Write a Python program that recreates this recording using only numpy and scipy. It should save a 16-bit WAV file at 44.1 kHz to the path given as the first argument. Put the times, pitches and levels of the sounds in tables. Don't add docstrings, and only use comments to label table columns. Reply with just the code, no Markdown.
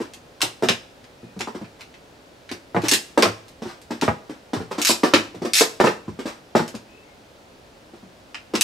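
import sys
import numpy as np
from scipy import signal
from scipy.fft import rfft, irfft
from scipy.io import wavfile

SR = 44100
rng = np.random.default_rng(int(sys.argv[2]) if len(sys.argv) > 2 else 0)


def pcm_store(signal):
    levels = np.round(np.clip(np.atleast_2d(signal), -1, 1) * 32767)
    wavfile.write(sys.argv[1], SR, levels.astype(np.int16).T)


N = 380583
T = np.arange(int(.3 * SR)) / SR

# start_s, level_db, load (share of body weight on the leg, 0-1), hardness_db
FOOTFALLS = [(.002, -23.5, 0.34, -2.5), (0.43, -28, 0.63, 8), (0.623, -18, 0.4, -4.5),
             (.632, -17, 0.53, 1.5), (.69, -21, 0.76, 8.5), (1.23, -38.5, 1, -8), (1.364, -35, 1, -6),
             (1.403, -34, 0.7, 9.5), (1.472, -30.5, 0.3, 8.5), (1.547, -27.5, 0.53, -4),
             (1.613, -32.5, 0.85, -2), (2.512, -28.5, 0.4, -4), (2.746, -25, 1, 11), (2.764, -25, 1, 19.5),
             (2.835, -17, .45, -21), (2.919, -18, 0, -4), (3.175, -11, 0.17, 4.5), (3.227, -19.5, .1, 16),
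             (3.256, -22, 0.67, 11.5), (3.619, -26, .3, -5), (3.653, -30.5, 0.62, -1),
             (3.905, -20.5, 0.22, -7), (4.023, -14.5, 0.44, -1), (4.079, -22.5, 1, 18),
             (4.294, -27, 0.28, -12), (4.532, -19.5, 0, -1), (4.565, -28, 0.93, 0),
             (4.601, -27.5, 0.8, -0.5), (4.711, -30, 0.2, 9.5), (4.782, -19, 0.2, -10),
             (4.894, -15.5, 0.17, 3.5), (5.033, -10.5, 0.17, 5), (5.135, -8, 0.28, 2.5),
             (5.345, -31, 0.63, -7), (5.418, -23.5, 0.5, -5.5), (5.448, -17, 0.12, -12),
             (5.607, -14, 0.04, 7.5), (5.8, -13, 0.3, 10), (5.84, -12, 0.35, 6.5), (5.87, -20, 0.52, 14.5),
             (6.079, -29.5, 0.96, -4), (6.189, -24, 0, -7), (6.255, -23, 0.04, -8), (6.551, -11.5, 0.44, 7),
             (6.595, -23, 0.82, 8.5), (6.741, -29.5, 0.57, -6), (7.935, -40.5, 0.49, -3),
             (8.028, -46, 1, -2), (8.536, -13.5, 0.06, -19)]


def foot_knocks(gain_db=22.0, unloaded_hz=326):
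    # pitch_hz, level_db, fade_s
    board_tones = [(82.4, -18.5, 0.14), (115.6, -19.5, 0.33), (121, -25.5, 0.085), (177, -6.5, 0.12),
                   (207.5, -1.5, 0.039), (226, -1, 0.087), (275, 4.5, 0.016), (350.6, 1, 0.059),
                   (418, -7, 0.078), (530, -1, 0.021), (617, -2.5, 0.0093), (760, -7, 0.015),
                   (882, -14, 0.1), (969, 4.5, 0.031), (1235, 2.5, 0.012), (1420, -8, 0.023),
                   (1702, -10.5, 0.074)]
    crack_curve = [(60, -21), (300, 22.5), (1800, 14.0), (3000, -1.0), (8000, -34), (15000, -39)]
    out = np.zeros((2, N))
    for s, db, load, hard_db in FOOTFALLS:
        boards = unit(ring(board_tones, scatter_db=3, detune=0.05))
        crack = unit(colour(contact(fade_s=0.039, chatter_db=13), crack_curve))
        blow = boards + undb(-4.0) * crack
        thump_hz = unloaded_hz * (1 - 0.26 * load)
        thump = unit(band(blow, thump_hz / 1.45, thump_hz * 1.45))
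        boom = unit(band(blow, 78, 175, order=3)) * undb(-29.5 + 33.5 * load)
        knock = unit(band(blow, 400, 800)) * undb(-5 + 0.67 * hard_db)
        clack = unit(band(blow, 800, 12000)) * undb(-12.5 + hard_db)
        step = undb(db) * (thump - boom - knock + clack)
        add(out, s, porch_echo(step, tail_db=-0.5, fade_s=0.17))
    return undb(gain_db) * out


def latch_clicks(gain_db=17.5, standing_ring_db=-19):
    # start_s, level_db, brightness_db
    snaps = [(0.136, -36, 3), (0.4171, -11.5, 2.5), (0.6868, -11.5, -4), (1.042, -47.5, -5),
             (1.392, -34.5, 2), (1.408, -24, -3), (1.645, -50, -12), (1.809, -36.5, -3), (1.941, -47.5, -9),
             (2.492, -37, -8), (2.515, -29, -1), (2.819, -33.5, 0), (3.224, -10, -2), (3.482, -43.5, 4),
             (3.816, -44.5, 5), (4.013, -22.5, -1.5), (5.1373, -10, -7), (5.869, -32.5, -20),
             (6.679, -33, 3.5), (6.751, -36, 3), (8.345, -32, -10.5), (8.553, -19.5, -1.5), (8.61, -9, 6)]
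    # pitch_hz, level_db
    snap_curve = [(150, -54), (800, -4.5), (1700, 3.5), (2600, 7), (3300, 2), (4000, 2.5), (5300, -1.5),
                  (7000, -3), (8300, -6), (9200, -7.5), (10700, -11), (11600, -10.5), (13500, -19),
                  (15500, -31)]
    edges_hz = np.array([1200, 3000, 8000, 15000])
    # pitch_hz, level_db, fade_s
    tube_tones = [(1745, 4, .02), (3370, -9.5, .05), (3760, -11, .05), (4950, -1, .05), (5220, 2, .05),
                  (5380, 3, .05), (5560, 1, .045), (6260, -1, .045), (6590, -2, .045), (7120, -8, .05),
                  (8000, 1, .05)]
    out = np.zeros((2, N))
    for s, db, bright_db, ring_db in ratchet_teeth() + [(*row, standing_ring_db) for row in snaps]:
        strike = colour(contact(fade_s=.012, chatter_db=9), snap_curve)
        body_db = -4.5 - 0.97 * bright_db
        sheen_db = -11.5 + bright_db
        snap = balance(strike, edges_hz, [body_db, 0, sheen_db])
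        tubes = unit(ring(tube_tones, scatter_db=2.5, detune=.012)) * undb(ring_db)
        add(out, s, porch_echo(undb(db) * (snap + tubes), tail_db=3.5, fade_s=0.18))
    return undb(gain_db) * out


def ratchet_teeth(tooth_gap_m=.0127, accel_m_s2=6.5, full_level_m_s=0.46):
    # start_s, length_s, start_speed_m_s, level_db
    slides = [(2.884, .064, 0.33, -10.5), (4.8168, .096, 0.29, -12.5), (5.5347, .077, 0.6, -12)]
    bright_db, ring_db = 5, -6
    travel_m = tooth_gap_m * np.arange(8)
    clicks = []
    for s, length_s, start_speed, db in slides:
        speed = np.sqrt(start_speed ** 2 + 2 * accel_m_s2 * travel_m)
        after_s = (speed - start_speed) / accel_m_s2
        levels = db + 20 * np.log10(np.minimum(speed / full_level_m_s, 1))
        clicks += [(s + t, level, bright_db, ring_db) for t, level in zip(after_s, levels) if t < length_s]
    return clicks


def joint_rattles(gain_db=23.0, ticks_per_s=1800, spread_db=4, scrape_fade_s=0.17):
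    # start_s, level_db, rise_s
    scrapes = [(.404, -25.5, 0.0036), (1.787, -45, .003), (2.837, -24, 0.012), (3.664, -35.5, 0.031),
               (4.535, -32.5, 0.0017), (4.704, -31, 0.012), (4.778, -26.5, 0.005), (6.259, -30.5, 0.0098)]
    # pitch_hz, level_db
    joint_curve = [(100, -85), (500, 8.5), (1200, 9.5), (2400, 2), (4200, 0.5), (5300, 0), (5750, 0),
                   (6400, -6), (7900, -6), (8450, -5), (9200, -13), (11500, -17), (12450, -17),
                   (13500, -18), (15500, -28)]
    out = np.zeros((2, N))
    for s, db, rise_s, fade_s in step_shakes() + [(*row, scrape_fade_s) for row in scrapes]:
        ticks = (rng.random(len(T)) < ticks_per_s / SR) * undb(spread_db * rng.standard_normal(len(T)))
        ticks *= rng.choice([-1, 1], len(T))
        swell = np.minimum(T / rise_s, 1)
        decay = np.minimum(fade(fade_s) * undb(60 * rise_s / fade_s), 1)
        flurry = colour(ticks * swell * decay + 1e-12, joint_curve)
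        add(out, s, porch_echo(undb(db) * unit(flurry), tail_db=1.5, fade_s=0.26))
    return undb(gain_db) * out


def step_shakes(rise_s=0.0027, fade_s=.12, clamp_db=-7.5):
    return [(s, db - 8.5 + 0.19 * hard_db + clamp_db * load ** 2, rise_s, fade_s)
            for s, db, load, hard_db in FOOTFALLS]


def porch_echo(blow, tail_db, fade_s, build_s=0.0017, sway=.12):
    # delay_s, level_db
    echoes = [(.0044, -17), (.0072, -11), (.0098, -5.5)]
    swell = 1 - np.exp(-(T / build_s) ** 4)
    response = undb(tail_db) * rng.standard_normal((2, len(T))) * unit(swell * fade(fade_s))
    response[0, 0] += 1
    for s, db in echoes:
        delay_s = s * (1 + sway * rng.uniform(-1, 1))
        response[0, int(delay_s * SR)] += undb(db)
    return signal.fftconvolve(blow[None], response, axes=1)[:, :len(T)]


def yard_echo(x, fade_s=0.46, level_db=-19):
    shape = (1 - np.exp(-T / 0.0022)) * fade(fade_s)
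    tails = [unit(band(rng.standard_normal(len(T)) * shape, 68, 13500, order=1)) for _ in range(2)]
    return undb(level_db) * np.array([signal.oaconvolve(x, tail)[:N] for tail in tails])


def far_bird(waver=0.68):
    # start_s, length_s, start_hz, end_hz, level_db
    whistles = [(1.157, 0.25, 2480, 2480, -62.5), (6.863, 0.21, 2500, 2680, -55.5),
                (7.02, 0.154, 2170, 2130, -60)]
    out = np.zeros((2, N))
    for s, length_s, start_hz, end_hz, db in whistles:
        progress = np.minimum(T / length_s, 1)
        pitch_hz = start_hz + (end_hz - start_hz) * progress
        tone = np.sin(2 * np.pi * np.cumsum(pitch_hz) / SR)
        flutter = band(rng.standard_normal(len(T)), 15, 70, order=1)
        loudness = np.sin(np.pi * progress) * (1 + waver * flutter / np.std(flutter))
        add(out, s, undb(db) * tone * loudness)
    return out


def garden_air(level_db=-50):
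    # pitch_hz, level_db
    air_curve = [(15, -25), (25, -14), (64, -5), (156, -6), (178, -8), (260, -3.5), (331, -6), (552, -5),
                 (895, -12.5), (1170, -17), (1300, -16), (2170, -20), (2420, -19.5), (4620, -22),
                 (15500, -40)]
    air = np.array([colour(rng.standard_normal(N), air_curve) for _ in range(2)])
    return air / np.std(air) * undb(level_db)


def left_and_right(mid, side):
    # pitch_hz, side_gain_db
    width_curve = [(60, -10), (250, -12), (500, -6), (1000, 0), (2500, -0.5), (5000, -5.5), (9000, -4),
                   (12000, -40.5)]
    side = colour(side, width_curve)
    return np.array([mid + side, mid - side])


def ring(tones, scatter_db, detune):
    chance = rng.standard_normal((len(tones), 3))
    out = np.zeros(len(T))
    for (hz, db, fade_s), (louder, higher, flip) in zip(tones, chance):
        tone = np.sign(flip) * np.sin(2 * np.pi * hz * (1 + detune * higher) * T)
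        out += undb(db + scatter_db * louder) * fade(fade_s) * tone
    return out


def contact(fade_s, chatter_db):
    spectrum = rfft(rng.standard_normal(len(T)) * fade(fade_s))
    chatter = irfft(spectrum / np.abs(spectrum), len(T)) * fade(2 * fade_s)
    return signal.unit_impulse(len(T)) + undb(chatter_db) * unit(chatter)


def balance(x, edges_hz, levels_db):
    energy_below = np.cumsum(np.abs(rfft(x)) ** 2) * 2 / len(x)
    held_db = 10 * np.log10(np.diff(energy_below[edges_hz * len(x) // SR]))
    centres_hz = np.sqrt(edges_hz[:-1] * edges_hz[1:])
    return colour(x, np.transpose([centres_hz, np.array(levels_db) - held_db]))


def colour(x, curve, size=4096):
    hz, db = np.transpose(curve)
    grid_hz = np.maximum(np.arange(size // 2 + 1) * SR / size, 1)
    gains = undb(np.interp(np.log(grid_hz), np.log(hz), db))
    cepstrum = irfft(np.log(gains))
    cepstrum[1:size // 2] *= 2
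    cepstrum[size // 2 + 1:] = 0
    response = irfft(np.exp(rfft(cepstrum)))
    return signal.fftconvolve(x, response)[:len(x)]


def band(x, low_hz, high_hz, order=2):
    sections = signal.butter(order, [low_hz, high_hz], "band", fs=SR, output="sos")
    return signal.sosfilt(sections, x + 1e-18)


def fade(fade_s):
    return np.exp(-np.log(1000) * T / fade_s)


def undb(db):
    return 10 ** (np.asarray(db) / 20)


def unit(x):
    return x / np.sqrt(np.sum(x ** 2))


def add(track, start_s, sound):
    i = int(start_s * SR)
    track[..., i:i + sound.shape[-1]] += sound[..., :max(N - i, 0)]


def scene():
    stilts = foot_knocks() + latch_clicks() + joint_rattles()
    mid, side = stilts + yard_echo(stilts[0]) + garden_air() + far_bird()
    return left_and_right(mid, side)


def record(dry, ceiling=.88, top_hz=15600):
    rounded = dry / (1 + (dry / ceiling) ** 4) ** .25
    return signal.sosfilt(signal.ellip(8, .2, 70, top_hz, fs=SR, output="sos"), rounded)


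dry = scene()
out = record(dry)
pcm_store(out)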